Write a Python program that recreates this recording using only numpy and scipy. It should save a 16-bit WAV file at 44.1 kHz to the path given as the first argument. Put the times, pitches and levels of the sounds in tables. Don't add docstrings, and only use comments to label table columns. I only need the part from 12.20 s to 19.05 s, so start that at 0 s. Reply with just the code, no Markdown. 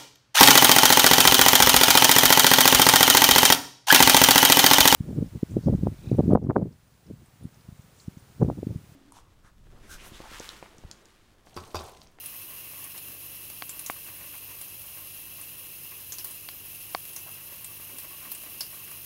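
import sys
import numpy as np
from scipy import signal
from scipy.fft import rfft, irfft, next_fast_len
from scipy.io import wavfile
from scipy.ndimage import map_coordinates

SR = 44100
rng = np.random.default_rng(int(sys.argv[2]) if len(sys.argv) > 2 else 0)


def persist_wave(psi):
    counts = np.round(np.clip(psi, -1, 1) * 32767).astype(np.int16)
    wavfile.write(sys.argv[1], SR, np.atleast_2d(counts).T)


N = 302085


def amp(db):
    return 10 ** (np.asarray(db) / 20)


def unit(x):
    return x / np.sqrt(np.mean(x ** 2) + 1e-20)


def shape(points, hz):
    point_hz, db = np.transpose(points)
    return amp(np.interp(np.log(hz + 1), np.log(point_hz), db))


def filtered(x, response):
    size = next_fast_len(len(x) + 4096)
    return irfft(rfft(x, size) * response(np.fft.rfftfreq(size, 1 / SR)), size)[:len(x)]


def band(hz, centre_hz, width_hz):
    return hz * width_hz / np.hypot(centre_hz ** 2 - hz ** 2, hz * width_hz)


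def noise(response, size=N):
    return unit(filtered(rng.standard_normal(size), response))


def wobble(rate):
    knots = rng.standard_normal(int(N * rate / SR) + 4)
    return map_coordinates(knots, [np.arange(N) * rate / SR])


def impacts(rate, scatter_db):
    hits = (rng.random(N) < rate / SR) * rng.choice([-1, 1], N)
    return unit(hits * amp(scatter_db * rng.standard_normal(N)))


def add(track, s, sound):
    part = track[max(round(s * SR), 0):][:len(sound)]
    part += sound[:len(part)]


# (frequency [Hz], level [dB])
MOTOR_TONES = [(48.5, -77), (97, -65.5), (145.8, -67), (196, -74), (294, -73.5), (343, -74), (538.5, -78)]
# (frequency [Hz], relative level [dB])
ROOM_TONE = [(20, -7), (45, 0), (75, 1), (100, 4.5), (160, -1), (250, -4.5), (400, -3.5), (550, -6.5),
             (1500, -11.5), (4000, -20)]


def room():
    t = np.arange(N) / SR
    hum = np.zeros(N)
    for hz, db in MOTOR_TONES:
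        peak = np.sqrt(2) * amp(db + 1.16 * wobble(2.87))
        hum += peak * np.sin(2 * np.pi * hz * t + 0.33 * wobble(3.99))
    return hum + amp(-57.5) * noise(lambda hz: shape(ROOM_TONE, hz))


# (time [s], level [dB], centre [Hz], half-length [s])
SOFT_BUMPS = [(0.906, -59, 320, 0.1), (5.082, -49, 865, 0.018), (5.74, -53, 281, 0.03),
              (6.086, -57, 190, 0.035), (6.36, -55, 276, 0.022), (6.68, -51.5, 1900, .008)]


def bumps():
    out, t = np.zeros(N), np.arange(N) / SR
    for s, db, centre, half_length in SOFT_BUMPS:
        swell = amp(db) * np.exp(-((t - s) / half_length) ** 2)
        out += swell * noise(lambda hz: band(hz, centre, 0.9 * centre) ** 2)
    return out


# (frequency [Hz], relative level [dB], t60 [s])
HOUSING_MODES = [(734, -1.5, 0.015), (1105, -3, 0.018), (1580, -2, 0.005), (2240, -5.5, 0.0076),
                 (3225, -11.5, 0.0089), (4490, -4, 0.0059), (5900, -26, .006), (9600, -11.5, 0.0077)]
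# (time [s], ring gain [dB], tilt [dB/octave], contact cut-off [Hz], thump [dB])
FINGER_CLICKS = [(1.4222, -27, 6.5, 3700, -29), (1.6985, -19, 4.5, 2340, -20), (4.288, -34, 6, 6950, -37),
                 (4.7485, -15.5, 0.5, 9000, -25)]


def camera_clicks():
    out, t = np.zeros(N), np.arange(SR // 25) / SR
    for s, ring_db, tilt_db, contact_hz, thump_db in FINGER_CLICKS:
        ring = np.zeros(len(t))
        for k, (hz, db, t60) in enumerate(HOUSING_MODES):
            push = amp(tilt_db * np.log2(hz / 1000)) / np.hypot(1, (hz / contact_hz) ** 4)
            ring += (-1) ** k * push * amp(db - 60 * t / t60) * np.sin(2 * np.pi * hz * t)
        scrape = noise(lambda hz: band(hz, centre_hz=3000, width_hz=2500), size=len(t))
        scrape *= amp(-38.5 - 60 * t / 0.022)
        nudge = (1 - np.exp(-t / 0.002)) * amp(thump_db - 60 * t / 0.011)
        thump = nudge * np.sin(2 * np.pi * 245 * t)
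        attack = 1 - np.exp(-t / 0.00013)
        add(out, s, attack * (amp(ring_db) * ring + scrape - thump))
    return out


# (frequency [Hz], relative level [dB])
SPLASH_SPECTRUM = [(200, -9), (1100, -11.5), (2000, -9), (4000, -6.5), (8000, -7), (10500, 2.5),
                   (15800, -5)]


def drop(splash_db, bubble_hz, bubble_db):
    t = np.arange(SR // 5) / SR
    fade = lambda t60: amp(-60 * t / t60)
    bubble_t60 = 0.033 * (9500 / bubble_hz) ** 0.4
    contact, spatter, echo = amp(-4) * fade(0.004), fade(0.68 * bubble_t60), amp(-7.5) * fade(0.24)
    slap = (contact + spatter + echo) * noise(lambda hz: shape(SPLASH_SPECTRUM, hz), size=len(t))
    bubble = lambda width: noise(lambda hz: band(hz, bubble_hz, width * bubble_hz) ** 2, size=len(t))
    pop = fade(bubble_t60) * bubble(width=0.28)
    ring = amp(-6.5) * fade(3.7 * bubble_t60) * bubble(width=0.2)
    attack = 1 - np.exp(-t / 0.00028)
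    return attack * (amp(splash_db) * slap + amp(bubble_db) * (pop + ring))


# (time [s], splash level [dB], bubble pitch [Hz], bubble level [dB])
STRAY_DROPS = [(0.0596, -39.5, 10000, -33.5), (0.641, -39.5, 9600, -36.5), (0.7777, -39, 4200, -49),
               (1.3, -37, 13000, -42), (1.493, -36, 7600, -34.5), (1.5925, -36, 9500, -33),
               (1.6622, -34, 6640, -34.5), (1.703, -38, 11600, -43), (2.4132, -37.5, 9900, -35),
               (3.212, -41, 9700, -38.5), (3.9216, -35, 6300, -31), (3.9834, -35, 5360, -34.5),
               (4.045, -32.5, 14500, -27), (4.109, -43, 9200, -38), (4.8526, -39.5, 12000, -43),
               (4.9625, -34, 6100, -34), (5.4447, -38.5, 8900, -35), (5.7847, -37, 10000, -35),
               (6.117, -34.5, 14000, -27), (6.149, -41, 9000, -36.5), (6.4066, -30, 4960, -27)]
DROPLETS_PER_S, DROPLET_DB, DROPLET_HZ = 2.5, -45.5, 10300


def stray_drops():
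    out = np.zeros(N)
    for s, splash_db, bubble_hz, bubble_db in STRAY_DROPS:
        add(out, s, drop(splash_db, bubble_hz, bubble_db))
    count = round(DROPLETS_PER_S * N / SR)
    for when, size, pitch in rng.uniform(-1, 1, (count, 3)):
        db = DROPLET_DB + 0.5 * size
        bubble_hz = DROPLET_HZ * 2 ** (0.21 * pitch)
        add(out, abs(when) * N / SR, drop(db, bubble_hz, db))
    return out


# (frequency [Hz], relative level [dB])
BASIN_SPECTRUM = [(150, -16.5), (320, -2), (480, -13), (600, -2), (740, -10.5), (1000, -1), (1130, 3.5),
                  (1300, -9), (1800, -5), (2300, -3.5), (4000, -18)]
# (time [s], level [dB])
STREAM_LANDING = [(0.0, -55.5), (0.19, -59.5), (0.59, -57), (1.03, -60), (1.77, -58), (2.86, -59.5),
                  (3.91, -60), (4.31, -60.5), (6.18, -57.5), (6.85, -59)]
# (time [s], level [dB])
HEAVY_BEADS = [(.307, -49), (1.863, -51), (2.136, -47), (2.305, -49), (2.771, -48.5), (3.183, -50.5),
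               (3.718, -48.5), (5.32, -48.5), (5.843, -49), (6.235, -48), (6.713, -49)]
PATTER_DB, PATTER_DB_PER_LANDING_DB = -59.5, 3.3
BASIN_T60_S, DRUM_VS_SPLASH_DB = 0.16, -17.5


def patter():
    landing_db = np.interp(np.arange(N) / SR, *np.transpose(STREAM_LANDING))
    level_db = PATTER_DB + PATTER_DB_PER_LANDING_DB * (landing_db - landing_db.mean())
    blows = (amp(level_db) * impacts(rate=130, scatter_db=4.5)) ** 2
    t = np.arange(SR // 6) / SR
    fade = amp(-60 * t / BASIN_T60_S) ** 2
    power = signal.fftconvolve(blows, fade / fade.sum())[:N]
    for s, db in HEAVY_BEADS:
        add(power, s, amp(db) ** 2 * fade)
    for s, splash_db, _, _ in STRAY_DROPS:
        add(power, s, amp(splash_db + DRUM_VS_SPLASH_DB) ** 2 * fade)
    return np.sqrt(abs(power)) * noise(lambda hz: shape(BASIN_SPECTRUM, hz))


# (centre [Hz], width [Hz], relative level [dB])
SPOUT_MODES = [(2463, 101, -13.5), (2639, 108, -7.0), (2772, 49, -6.0), (2903, 96, -8.5),
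               (3201, 267, -15.0), (4038, 126, -15.5), (4711, 30, -17.5), (5118, 58, -14.0),
               (5512, 131, -15.5), (6390, 330, -18.0), (7035, 78, -18.0), (8563, 30, -18.0),
               (9726, 98, -8.0), (10340, 56, -3.0), (10436, 139, -7.0), (10860, 210, -6.5),
               (11193, 86, -10.0), (11350, 330, -14.0), (11611, 330, -8.5), (11927, 216, -11.0),
               (12250, 164, -4.5), (12676, 330, -9.0), (13234, 243, -14.0), (13717, 330, -3.5),
               (13805, 48, 0.0), (14012, 330, -8.5), (14508, 30, -12.5), (14898, 181, -9.0),
               (15281, 290, -11.5), (15659, 299, -11.0)]
# (frequency [Hz], relative level [dB])
JET_SPECTRUM = [(600, -16), (1400, -12), (2200, -4.5), (3600, -4.5), (4800, -4.5), (6500, -4.5), (7400, -8),
                (8400, -4), (9800, 1.5), (11500, -2), (13100, 2), (14400, 0.5), (15800, -4.5)]


def tap():
    def spout(hz):
        modes = (amp(db) * band(hz, centre, width) ** 2 for centre, width, db in SPOUT_MODES)
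        return np.sqrt(sum(mode ** 2 for mode in modes))

    flow = amp(0.095 * wobble(5.2) + 0.71 * wobble(45) + 0.38 * wobble(400))
    fizz = lambda: flow * (rng.standard_normal(N) + amp(-4.5) * impacts(rate=2000, scatter_db=3.0))
    ring = unit(filtered(fizz(), spout))
    jet = unit(filtered(fizz(), lambda hz: shape(JET_SPECTRUM, hz)))
    return amp(-44.0) * ring + amp(-47.5) * jet


def scene():
    mono = tap() + patter() + stray_drops() + camera_clicks() + bumps() + room()
    return np.array([mono, mono])


def record(dry):
    top_hz = 15800
    return np.array([filtered(channel, lambda hz: hz < top_hz) for channel in dry])


dry = scene()
out = record(dry)
persist_wave(out)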